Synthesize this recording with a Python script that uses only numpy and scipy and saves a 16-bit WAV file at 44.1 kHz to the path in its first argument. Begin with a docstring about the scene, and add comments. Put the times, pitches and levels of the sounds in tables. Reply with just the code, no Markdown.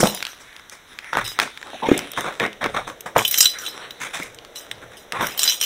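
"""In a small carpeted room, a key is dragged in short strokes through packing tape on a big cardboard box.
Stick-slip impulses make the tape rasp; short noise flicks make it snap; card squeaks are gliding sines.
The flap's tugs are damped swings that set the box panel ringing. The rest of the bunch clinks and jangles:
metal chatter plus decaying brass modes. Filtered noise gives sliding hands, rocking box and room air."""
import sys
import numpy as np
from scipy import signal
from scipy.fft import rfft, irfft, next_fast_len
from scipy.io import wavfile
from scipy.ndimage import map_coordinates

SR = 44100
rng = np.random.default_rng(int(sys.argv[2]) if len(sys.argv) > 2 else 0)


def wrap_up_sound(samples):
    """Save the sound to the file named by the first command line argument, as 16-bit audio."""
    columns = np.atleast_2d(samples).T
    # keep every value between -1 and 1, then stretch to whole-number steps
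    tamed = np.clip(columns, -1, 1)
    steps = np.round(tamed * 32767).astype(np.int16)
    wavfile.write(sys.argv[1], SR, steps)


N = 249457

# Strokes of the key and tugs on the tape; boom and hiss are relative to the rasp
# [start_s, length_s, level_db, pitch_hz, panel_boom_db, tape_hiss_db]
STROKES = [(0, 0.0093, -25, 1870, 1.5, 5.5), (.028, 0.026, -21.5, 1030, -1, -6),
           (0.393, 0.03, -49, 1930, -5, 1.5), (0.707, 0.029, -40.5, 2270, -11, -1),
           (1.124, 0.025, -23, 1420, -13, -25), (1.157, .04, -22, 1280, -13.5, -15),
           (1.393, 0.043, -24, 1810, -6, -8), (1.816, .15, -28, 2650, -0.5, -19.5),
           (2.163, 0.052, -27, 1310, -3, -10), (2.231, 0.059, -25, 1240, -6.5, -18.5),
           (2.393, 0.05, -21, 1920, -2, -19), (2.606, 0.025, -27.5, 1400, -4, -19.5),
           (2.624, 0.033, -23, 1540, -1.5, -27), (2.736, 0.035, -22, 1190, -7.5, -19.5),
           (2.867, 0.026, -34, 1160, -3.5, -8), (3.056, 0.02, -29.5, 1190, -4.5, -11),
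           (3.148, 0.037, -22, 1180, -5, -17), (3.995, 0.062, -29.5, 2330, -15, -6.5),
           (4.128, 0.036, -27, 2560, -18, -5.5), (4.169, 0.078, -36, 2210, -8, -4),
           (4.817, 0.023, -43.5, 1570, -1, -13), (4.91, 0.033, -45, 2050, -9, -8),
           (5.115, 0.1, -29, 1320, -7, -18), (5.193, .05, -24, 1470, -4, -18),
           (5.259, .025, -36.5, 1700, -7, -10)]
# Even scrape of card, before the flap's resonance [freq_hz, level_db]
RASP_SPECTRUM = [(150, -29), (450, -11), (800, 0), (1300, -3), (1800, -2), (2300, -3.5), (2900, -13),
                 (3700, -3.5), (4600, -27), (5800, -9.5), (9000, -38.5), (15000, -38)]
# Panel boom under a stroke [freq_hz, level_db]
BOOM_SPECTRUM = [(25, -13.5), (70, -25.5), (120, -2.5), (200, -0.5), (300, 0.5), (520, 4), (750, -8.5),
                 (1500, -64.5)]
# Tape peeling [freq_hz, level_db]
HISS_SPECTRUM = [(2000, -8), (3800, -9), (4600, 0.5), (6000, 11), (7000, 5), (9500, 2), (12000, -12.5),
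                 (15500, -9.5)]
# The force builds over this share of a stroke, but never for longer than the limit
STROKE_SWELL_SHARE, LONGEST_SWELL_S = 0.39, 0.029
# Time to fall 20 dB: a base, plus a share of the stroke's length
STROKE_FADE_S, FADE_PER_LENGTH = 0.036, 0.44
# Slips a second at -25 dB; a harder pull tears in fewer slips (exponent)
SLIP_RATE, SLIP_EXPONENT = 2000, .9
# Height and half width of the flap's resonance
FLAP_DB, FLAP_OCTAVES = 9.5, 0.6


def cutting():
    """The key sticks and slips through the tape; the free flap colours the rasp and the panel booms."""
    out, t = np.zeros(N), np.arange(SR // 2) / SR
    for start_s, length_s, level_db, pitch_hz, boom_db, hiss_db in STROKES:
        swell_s = min(STROKE_SWELL_SHARE * length_s, LONGEST_SWELL_S)
        fade_s = STROKE_FADE_S + FADE_PER_LENGTH * length_s
        force = amp(level_db) * gesture(t, 0, length_s, swell_s, fade_s)

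        rate = SLIP_RATE * amp(SLIP_EXPONENT * (-25 - level_db))
        slips = ticks(rate, spread_db=5.0, size=len(t))
        slips = slips + 0.41 * rng.standard_normal(len(t))  # fine scrape between the slips
        slips = slips * amp(2.5 * wobble(124.2, size=len(t)))

        flap_spectrum = []
        for hz in np.geomspace(100, 16000, 60):
            octaves_off = np.log2(hz / pitch_hz)
            resonance_db = FLAP_DB / (1 + (octaves_off / FLAP_OCTAVES) ** 2)
            flap_spectrum.append((hz, along(RASP_SPECTRUM, hz) + resonance_db))

        rasp = unit(colour(slips, flap_spectrum))
        boom = amp(boom_db) * unit(colour(slips, BOOM_SPECTRUM))
        hiss = amp(hiss_db) * unit(colour(slips, HISS_SPECTRUM))
        add(out, start_s, force * (rasp + boom + hiss))
    return out


# Tape and card fibres snap under the key [start_s, level_db, pitch_hz]
SNAPS = [(0.2266, -7, 2730), (0.2519, -11.5, 3500), (0.2677, -14.5, 2960), (0.5291, -30.5, 2380),
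         (0.5648, -24.5, 3400), (.596, -27.5, 1890), (0.6972, -23, 5560), (0.9886, -15, 2660),
         (1.0447, -20.5, 2090), (1.1314, -10, 1500), (1.137, -17, 1880), (1.1715, -2, 1510),
         (1.3896, -3, 1370), (1.3993, -1.5, 2210), (1.417, -9, 2100), (1.4338, -14.5, 2800),
         (1.4762, -21, 1150), (1.575, -17.5, 2470), (1.6285, -19.5, 1880), (1.9916, -7, 2800),
         (2.135, -19, 1820), (2.176, -9, 1200), (2.3995, -6.5, 2220), (2.464, -14, 1940),
         (2.530, -24.5, 3610), (2.642, -6, 2000), (2.661, -8, 1300), (2.878, -16.5, 1170),
         (3.0639, -21, 1210), (2.9, -18.5, 1180), (3.166, -8.5, 2240), (3.191, -5, 2330), (4.2, -19, 1320),
         (4.3875, -21.5, 2620), (4.4492, -24.5, 2100), (4.714, -19.5, 2120), (5.1227, -8, 2760)]


def snaps():
    """A snap is a sharp, heavily damped flick of the card with a short crackle behind it."""
    out, t = np.zeros(N), np.arange(SR // 25) / SR
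    for start_s, level_db, hz in SNAPS:
        crackle_fade = 0.24 * np.exp(-t / 0.0013) + 0.021 * np.exp(-t / 0.0044)
        push = rng.standard_normal(len(t)) * crackle_fade
        push[0] = 1  # the flick itself
        spectrum = [(hz / 8, -24), (hz / 2, -10), (hz, 0), (hz * 1.32, -7), (hz * 2.8, -20), (hz * 8, -34)]
        add(out, start_s, amp(level_db) * peaked(colour(push, spectrum)))
    return out


# The flap gives and knocks the box; the ring is relative to the swing
# [start_s, level_db, pitch_hz, panel_ring_db]
THUMPS = [(0.0307, -0.5, 560, -11.5), (.038, -9.5, 210, -6), (1.171, -10.5, 840, -19),
          (1.733, -23.5, 750, -13), (1.8873, -5.5, 420, -13), (1.9156, 1.5, 339, -10.5),
          (3.1623, -0.5, 920, -19.5), (3.1662, -3, 610, -22), (4.2, -24, 345, -5)]
# Box panel modes [freq_hz, level_db, t60_s]
PANEL_MODES = [(129.5, -15.5, 0.29), (183, -4, 0.12), (234, -9, 0.2), (291.5, -1, 0.12), (350, 1, 0.043),
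               (507, -2, 0.039)]


def thumps():
    """One heavy, damped swing of the flap, with the hollow panel ringing on."""
    out, t = np.zeros(N), np.arange(SR // 4) / SR
    panel = bank(PANEL_MODES, t)
    for start_s, level_db, hz, ring_db in THUMPS:
        swing = np.sin(2 * np.pi * hz * t) * (hz * t) * np.exp(-hz * t / .5)
        panel_ring = ring(panel, scatter_db=7) * (1 - np.exp(-t / 0.0054))
        add(out, start_s, amp(level_db) * (peaked(swing) + amp(ring_db) * peaked(panel_ring)))
    return out


# Card squeaks as it rubs on card [start_s, length_s, level_db, start_pitch_hz, end_pitch_hz]
SQUEAKS = [(1.74, 0.026, -30.5, 693, 760), (1.821, 0.0675, -20, 887, 997)]


def squeaks():
    """Brief stick-slip tones whose pitch glides and trembles."""
    out = np.zeros(N)
    for start_s, length_s, level_db, start_hz, end_hz in SQUEAKS:
        u = np.linspace(0, 1, int(length_s * SR))
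        glide_hz = start_hz + (end_hz - start_hz) * u
        pitch_hz = glide_hz * (1 + 0.088 * wobble(294, size=len(u)))
        swell = peaked(u ** .5 * (1 - u))
        add(out, start_s, amp(level_db) * swell * np.sin(2 * np.pi * np.cumsum(pitch_hz) / SR))
    return out


# Key strikes key; the ring is relative to the chatter
# [start_s, level_db, strongest_ring_hz, ring_db]
CLINKS = [(0.0114, -9.5, 6950, -2), (0.071, -8, 3900, -15.5), (.147, -13.5, 13200, -21),
          (1.277, -17.5, 6850, -10), (1.977, -9.5, 8840, -30), (2.117, -19, 14000, -36),
          (2.208, -14, 12100, -44), (3.007, -19, 12500, -24), (3.250, -5.5, 3040, 0),
          (3.278, -10.5, 11400, -5), (3.311, -6.5, 14200, -0.5), (3.3416, -3, 3160, -17),
          (3.3758, -5, 5700, -4), (3.3833, -2, 12700, 4), (3.4054, 4, 5850, -3.5), (3.41, -3, 8400, 23),
          (3.427, -4, 5540, -7), (3.4456, -10.5, 5500, -10), (3.4559, 2, 4000, -6.5),
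          (3.507, -34, 5700, -9), (3.586, -19, 5730, -14.5), (3.663, -17, 3170, 0),
          (3.907, -21.5, 4350, -13), (4.231, -23, 12800, -19), (4.345, -29, 7660, -13),
          (4.558, -29, 3930, -12), (4.713, -14.5, 3100, -18), (5.2686, -9, 13300, -22),
          (5.321, -26, 3994, 10), (5.376, -15, 14200, 5), (5.392, -4.5, 4200, -6.5), (5.432, -2, 7060, -39),
          (5.438, -7, 7393, -9), (5.4769, -4.5, 4946, 5.5), (5.496, -5, 5800, 8), (5.6124, -5, 5560, -26),
          (5.635, -12, 5860, -21)]
# The keys' modes [freq_hz, level_db, t60_s]
BRASS_MODES = [(3025, -1, .11), (3112, -1, .12), (3480, -7, .05), (3989, 1, .18), (4950, -7, .07),
               (5028, -4, .12), (5200, -7, .07), (5475, -6, .07), (5636, -5, .09), (5739, -5, .09),
               (5787, -4, .11), (5938, -4, .08), (6740, -7, .08), (6864, -7, .1), (7600, -11, .05),
               (8403, -2, .14), (9141, -9, .07), (9997, -10, .07), (10384, -9, .09), (10944, -9, .07),
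               (11526, -9, .08), (12694, -6, .08), (13050, -7, .07), (13894, -7, .08), (14163, -6, .1),
               (14756, -4, .11)]
# Metal contact noise [freq_hz, level_db]
CLASH_SPECTRUM = [(290, -32.5), (700, -21), (1600, -10), (2400, -8), (3070, -0.5), (3900, 0), (4500, -20),
                  (5200, -4), (5950, -2.5), (6800, -8), (7500, -9), (8400, -6.5), (10400, -11.5),
                  (12800, -17), (14300, -5), (15600, -20.5)]


def off_pitch_db(hz, pitch_hz):
    """Loss away from the struck key's pitch: down to -9 dB at half an octave and beyond."""
    return -9 * np.minimum(2 * abs(np.log2(hz / pitch_hz)), 1)


def clinks():
    """Hard strikes: a brief chatter of metal on metal and the modes near the struck key's pitch."""
    out, t = np.zeros(N), np.arange(SR // 4) / SR
    brass, short = bank(BRASS_MODES, t), t[:SR // 16]
    mode_hz = np.array(BRASS_MODES)[:, 0]
    for start_s, level_db, pitch_hz, ring_db in CLINKS:
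        tone = ring(brass, scatter_db=7.5, favour_db=1.87 * off_pitch_db(mode_hz, pitch_hz))
        # a key pinched by its neighbours rings less and chatters more briefly
        life_s = 0.0036 * amp(0.27 * min(ring_db, 0))
        burst = np.exp(-short / life_s) * (1 - np.exp(-short / 0.0012))
        spectrum = [(hz, db + 1.15 * off_pitch_db(hz, pitch_hz)) for hz, db in CLASH_SPECTRUM]
        chatter = colour(rng.standard_normal(len(short)) * burst, spectrum)
        strike = amp(ring_db) * peaked(tone)
        add(strike, 0, peaked(chatter))
        add(out, start_s, amp(level_db) * peaked(strike))
    return out


# The hand shakes the bunch; levels before the tone and chatter trims [start_s, length_s, level_db]
SHAKES = [(0, 0.08, -27.5), (.1, 0.078, -35), (.265, 0.02, -38.5), (1.235, 0.054, -32.5),
          (1.87, .11, -42.5), (3.17, 0.033, -24.5), (3.235, 0.095, -33), (3.315, 0.055, -23.5),
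          (3.378, 0.075, -20.5), (3.585, 0.088, -34.5), (4.548, .025, -33), (4.962, 0.016, -41),
          (5.2, 0.095, -34), (5.382, .14, -23.5), (5.598, .06, -20)]
SHAKE_RISE_S, SHAKE_SETTLE_S = 0.011, 0.074  # the keys start to swing; they settle by 20 dB


def jingle(count=900):
    """The hanging keys brush each other in many light contacts, each with its own mix of modes."""
    t = np.arange(SR // 10) / SR
    tone, chatter = np.zeros(N), np.zeros(N)
    swing = gestures(SHAKES, SHAKE_RISE_S, SHAKE_SETTLE_S)
    # touching keys detune and damp each other
    keys = []
    for load in (-1, 0, 0, 1):
        loaded_modes = np.array(BRASS_MODES) * [1 + .02 * load, 1, 1 - .4 * abs(load)]
        keys.append(bank(loaded_modes, t))
    scratch_fade = np.exp(-t / 0.0085)
    # one possible contact per equal time slot, placed at random within it
    for slot, (late, size) in enumerate(rng.uniform(-1, 1, (count, 2))):
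        i = int((slot + .5 + .49 * late) * N / count)
        if swing[i] > 2e-5:  # no contact while the bunch hangs still
            blow = swing[i] * amp(3.8 * size)
            key = keys[rng.integers(len(keys))]
            add(tone, i / SR, blow * unit(ring(key, scatter_db=10)))
            add(chatter, i / SR, blow * rng.standard_normal(len(t)) * scratch_fade)
    return amp(-16) * tone + amp(6.5) * colour(chatter, CLASH_SPECTRUM)


# Sleeves and hands slide on the box; levels before the slide and crackle trims
# [start_s, length_s, level_db]
SLIDES = [(0, 0.26, -39), (.38, 0.2, -46), (.85, 0.5, -44.5), (1.15, 0.63, -40.5), (1.9, 0.45, -38),
          (2.62, .18, -41.5), (3.52, 0.34, -38.5), (3.88, 0.33, -44), (4.55, 0.27, -49), (5.13, 0.35, -37)]
# Rustle of cloth and skin on card [freq_hz, level_db]
RUSTLE_SPECTRUM = [(180, -20), (300, -5), (461, -6), (642, -7.5), (1820, -2.5), (2840, -10), (3830, -3.5),
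                   (4660, -27), (5690, -13.5), (6820, -22.5), (9650, -17.5), (15600, -43.5)]
SLIDE_RISE_S, SLIDE_FADE_S = 0.04, .2  # a slide gets going; it dies by 20 dB


def handling():
    """Cloth and skin slide unevenly on the card, with tiny crackles from the stretched tape."""
    crackle = unit(colour(ticks(rate=88, spread_db=7.5), RUSTLE_SPECTRUM))
    pressure = amp(1.3 * wobble(28))
    slide = shifting(noise(RUSTLE_SPECTRUM), depth_db=4.5, cell_hz=712, cell_s=.07)
    movement = gestures(SLIDES, SLIDE_RISE_S, SLIDE_FADE_S)
    return movement * pressure * (amp(-3) * slide + amp(-7.5) * crackle)


# The whole box rocks under the hands [start_s, length_s, level_db]
ROCKS = [(1.18, 0.072, -41), (2.62, 0.25, -47), (3.15, 0.055, -49), (4.2, 0.17, -55.5), (4.7, 0.19, -53),
         (5.17, 0.058, -43)]
# Rumble of the rocking box [freq_hz, level_db]
RUMBLE_SPECTRUM = [(15, -10), (30, 2.5), (60, -7.5), (110, 3.5), (200, -17.5), (500, -60)]
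ROCK_RISE_S, ROCK_FADE_S = .025, 0.11  # the box tips; it comes to rest by 20 dB


def rocking():
    """Pushed and released, the box rumbles on the carpet."""
    return gestures(ROCKS, ROCK_RISE_S, ROCK_FADE_S) * noise(RUMBLE_SPECTRUM)


# Decay of the small soft room [freq_hz, t60_s]
ROOM_DECAY = [(150, 0.4), (1000, 0.14), (4000, 0.43), (14000, 0.06)]


def room(x):
    """The walls' answer as decaying noise, 5 ms late, each band with its own decay time."""
    hz, t, z = signal.stft(rng.standard_normal(SR // 2), SR, nperseg=256)
    decay = amp(-60 * t / along(ROOM_DECAY, hz)[:, None])
    tail = signal.istft(z * decay, SR, nperseg=256)[1]
    echo = np.pad(tail / np.linalg.norm(tail), (SR // 200, 0))
    return signal.fftconvolve(x, echo)[:N]


# Room tone [freq_hz, level_db]
AIR_SPECTRUM = [(15, -20), (25, 2), (253, -3), (650, -4.5), (1380, 0.5), (2010, 0.5), (2640, -8),
                (3840, -1.5), (4640, -26), (5910, -6), (6590, -15.5), (9600, -18.5), (15600, -21.5)]
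# A soft hollow rush sets in and stays
HUSH_START_S, HUSH_RISE_S, HUSH_DB, HUSH_UNEVENNESS_DB = 1.62, 0.26, -49, 0.25


def room_tone():
    """Steady air as filtered noise, joined by a soft, steady hollow rush."""
    hollow = noise([(100, -14.5), (300, -7.0), (480, 2.5), (800, -6), (2000, -61.5)])
    onset = np.clip((np.arange(N) / SR - HUSH_START_S) / HUSH_RISE_S, 0, 1)
    hush = onset * amp(HUSH_DB + HUSH_UNEVENNESS_DB * wobble(3.75)) * hollow
    return amp(-49.5) * noise(AIR_SPECTRUM) + hush


def amp(db):
    """Decibels to gain."""
    return np.exp(np.asarray(db) * (np.log(10) / 20))


def unit(x):
    """Scale to rms 1."""
    return x / np.sqrt(np.mean(x ** 2) + 1e-20)


def peaked(x):
    """Scale to peak 1."""
    return x / np.abs(x).max()


def along(points, hz):
    """Interpolate (Hz, value) points on a log frequency axis."""
    f, v = np.transpose(points)
    return np.interp(np.log(hz + 1), np.log(f), v)


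def add(track, start_s, sound):
    """Mix a sound in at its start time."""
    start = max(round(start_s * SR), 0)
    track[start:start + len(sound)] += sound[:max(N - start, 0)]


def wobble(rate, size=N):
    """A smooth random curve, rate knots a second."""
    knots = rng.standard_normal(int(size * rate / SR) + 4)
    return map_coordinates(knots, [np.arange(size) * rate / SR])


def colour(x, spectrum):
    """Causal minimum-phase filter with the given (Hz, dB) shape."""
    m = next_fast_len(len(x) // 2 + 2048) * 2
    cepstrum = irfft(np.log(amp(along(spectrum, np.fft.rfftfreq(m, 1 / SR)))))
    # fold the cepstrum forward in time so that nothing sounds early
    cepstrum[1:m // 2] *= 2
    cepstrum[m // 2 + 1:] = 0
    return irfft(rfft(x, m) * np.exp(rfft(cepstrum)))[:len(x)]


def noise(spectrum):
    """Coloured noise of rms 1."""
    return unit(colour(rng.standard_normal(N), spectrum))


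def ticks(rate, spread_db, size=N):
    """Random impulses of uneven size, about rate a second, rms 1."""
    sizes = amp(spread_db * np.clip(rng.standard_normal(size), -2, 2)) * rng.choice([-1, 1], size)
    return unit(sizes * (rng.random(size) < rate / SR))


def bank(modes, t):
    """One decaying sine for each mode."""
    hz, db, t60 = np.transpose(modes)[:, :, None]
    return amp(db - 60 * t / t60) * np.sin(2 * np.pi * hz * t)


def ring(sines, scatter_db, favour_db=0):
    """The modes, struck at a new spot each time: random levels and signs."""
    count = len(sines)
    levels = amp(favour_db + scatter_db * rng.standard_normal(count))
    return (levels * rng.choice([-1, 1], count)) @ sines


def shifting(x, depth_db, cell_hz, cell_s):
    """As the contact point wanders, it favours ever different resonances."""
    hz, t, z = signal.stft(x, SR, nperseg=512)
    knots = rng.standard_normal((int(hz[-1] / cell_hz) + 3, int(t[-1] / cell_s) + 3))
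    field = map_coordinates(knots, np.meshgrid(hz / cell_hz, t / cell_s, indexing="ij"), order=1)
    gain = amp(depth_db * unit(field))
    return signal.istft(z * unit(gain), SR, nperseg=512)[1][:N]


def gesture(t, start, length, rise, fade):
    """A movement builds up, holds to the end of its length, then dies by 20 dB every fade seconds."""
    attack = np.sin(np.pi / 2 * np.clip((t - start) / rise, 0, 1)) ** 2
    return attack * amp(-20 * np.maximum(t - start - length, 0) / fade)


def gestures(rows, rise, fade):
    """Gain per sample of a series of like movements; the strongest one leads."""
    t = np.arange(N) / SR
    gains = [amp(db) * gesture(t, start, length, rise, fade) for start, length, db in rows]
    return np.max(gains, axis=0)


def scene():
    """Box and keys close by, in a small soft room."""
    tape = shifting(cutting(), depth_db=2.5, cell_hz=252.2, cell_s=.025)
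    box = tape + snaps() + thumps() + squeaks()
    keys = shifting(clinks() + jingle(), depth_db=3.3, cell_hz=420, cell_s=.035)
    echoes = room(amp(-16) * box + amp(-19.5) * keys)
    return (box + keys + echoes + handling() + rocking() + room_tone())[None]


TOP_HZ = 15750  # band limit


def record(dry):
    """Clip any peaks beyond full scale, then remove everything above the band limit."""
    m = next_fast_len(N + SR // 2)
    kept = np.fft.rfftfreq(m, 1 / SR) < TOP_HZ
    return irfft(rfft(np.clip(dry, -1, 1), m) * kept, m)[:, :N]


dry = scene()
out = record(dry)
wrap_up_sound(out)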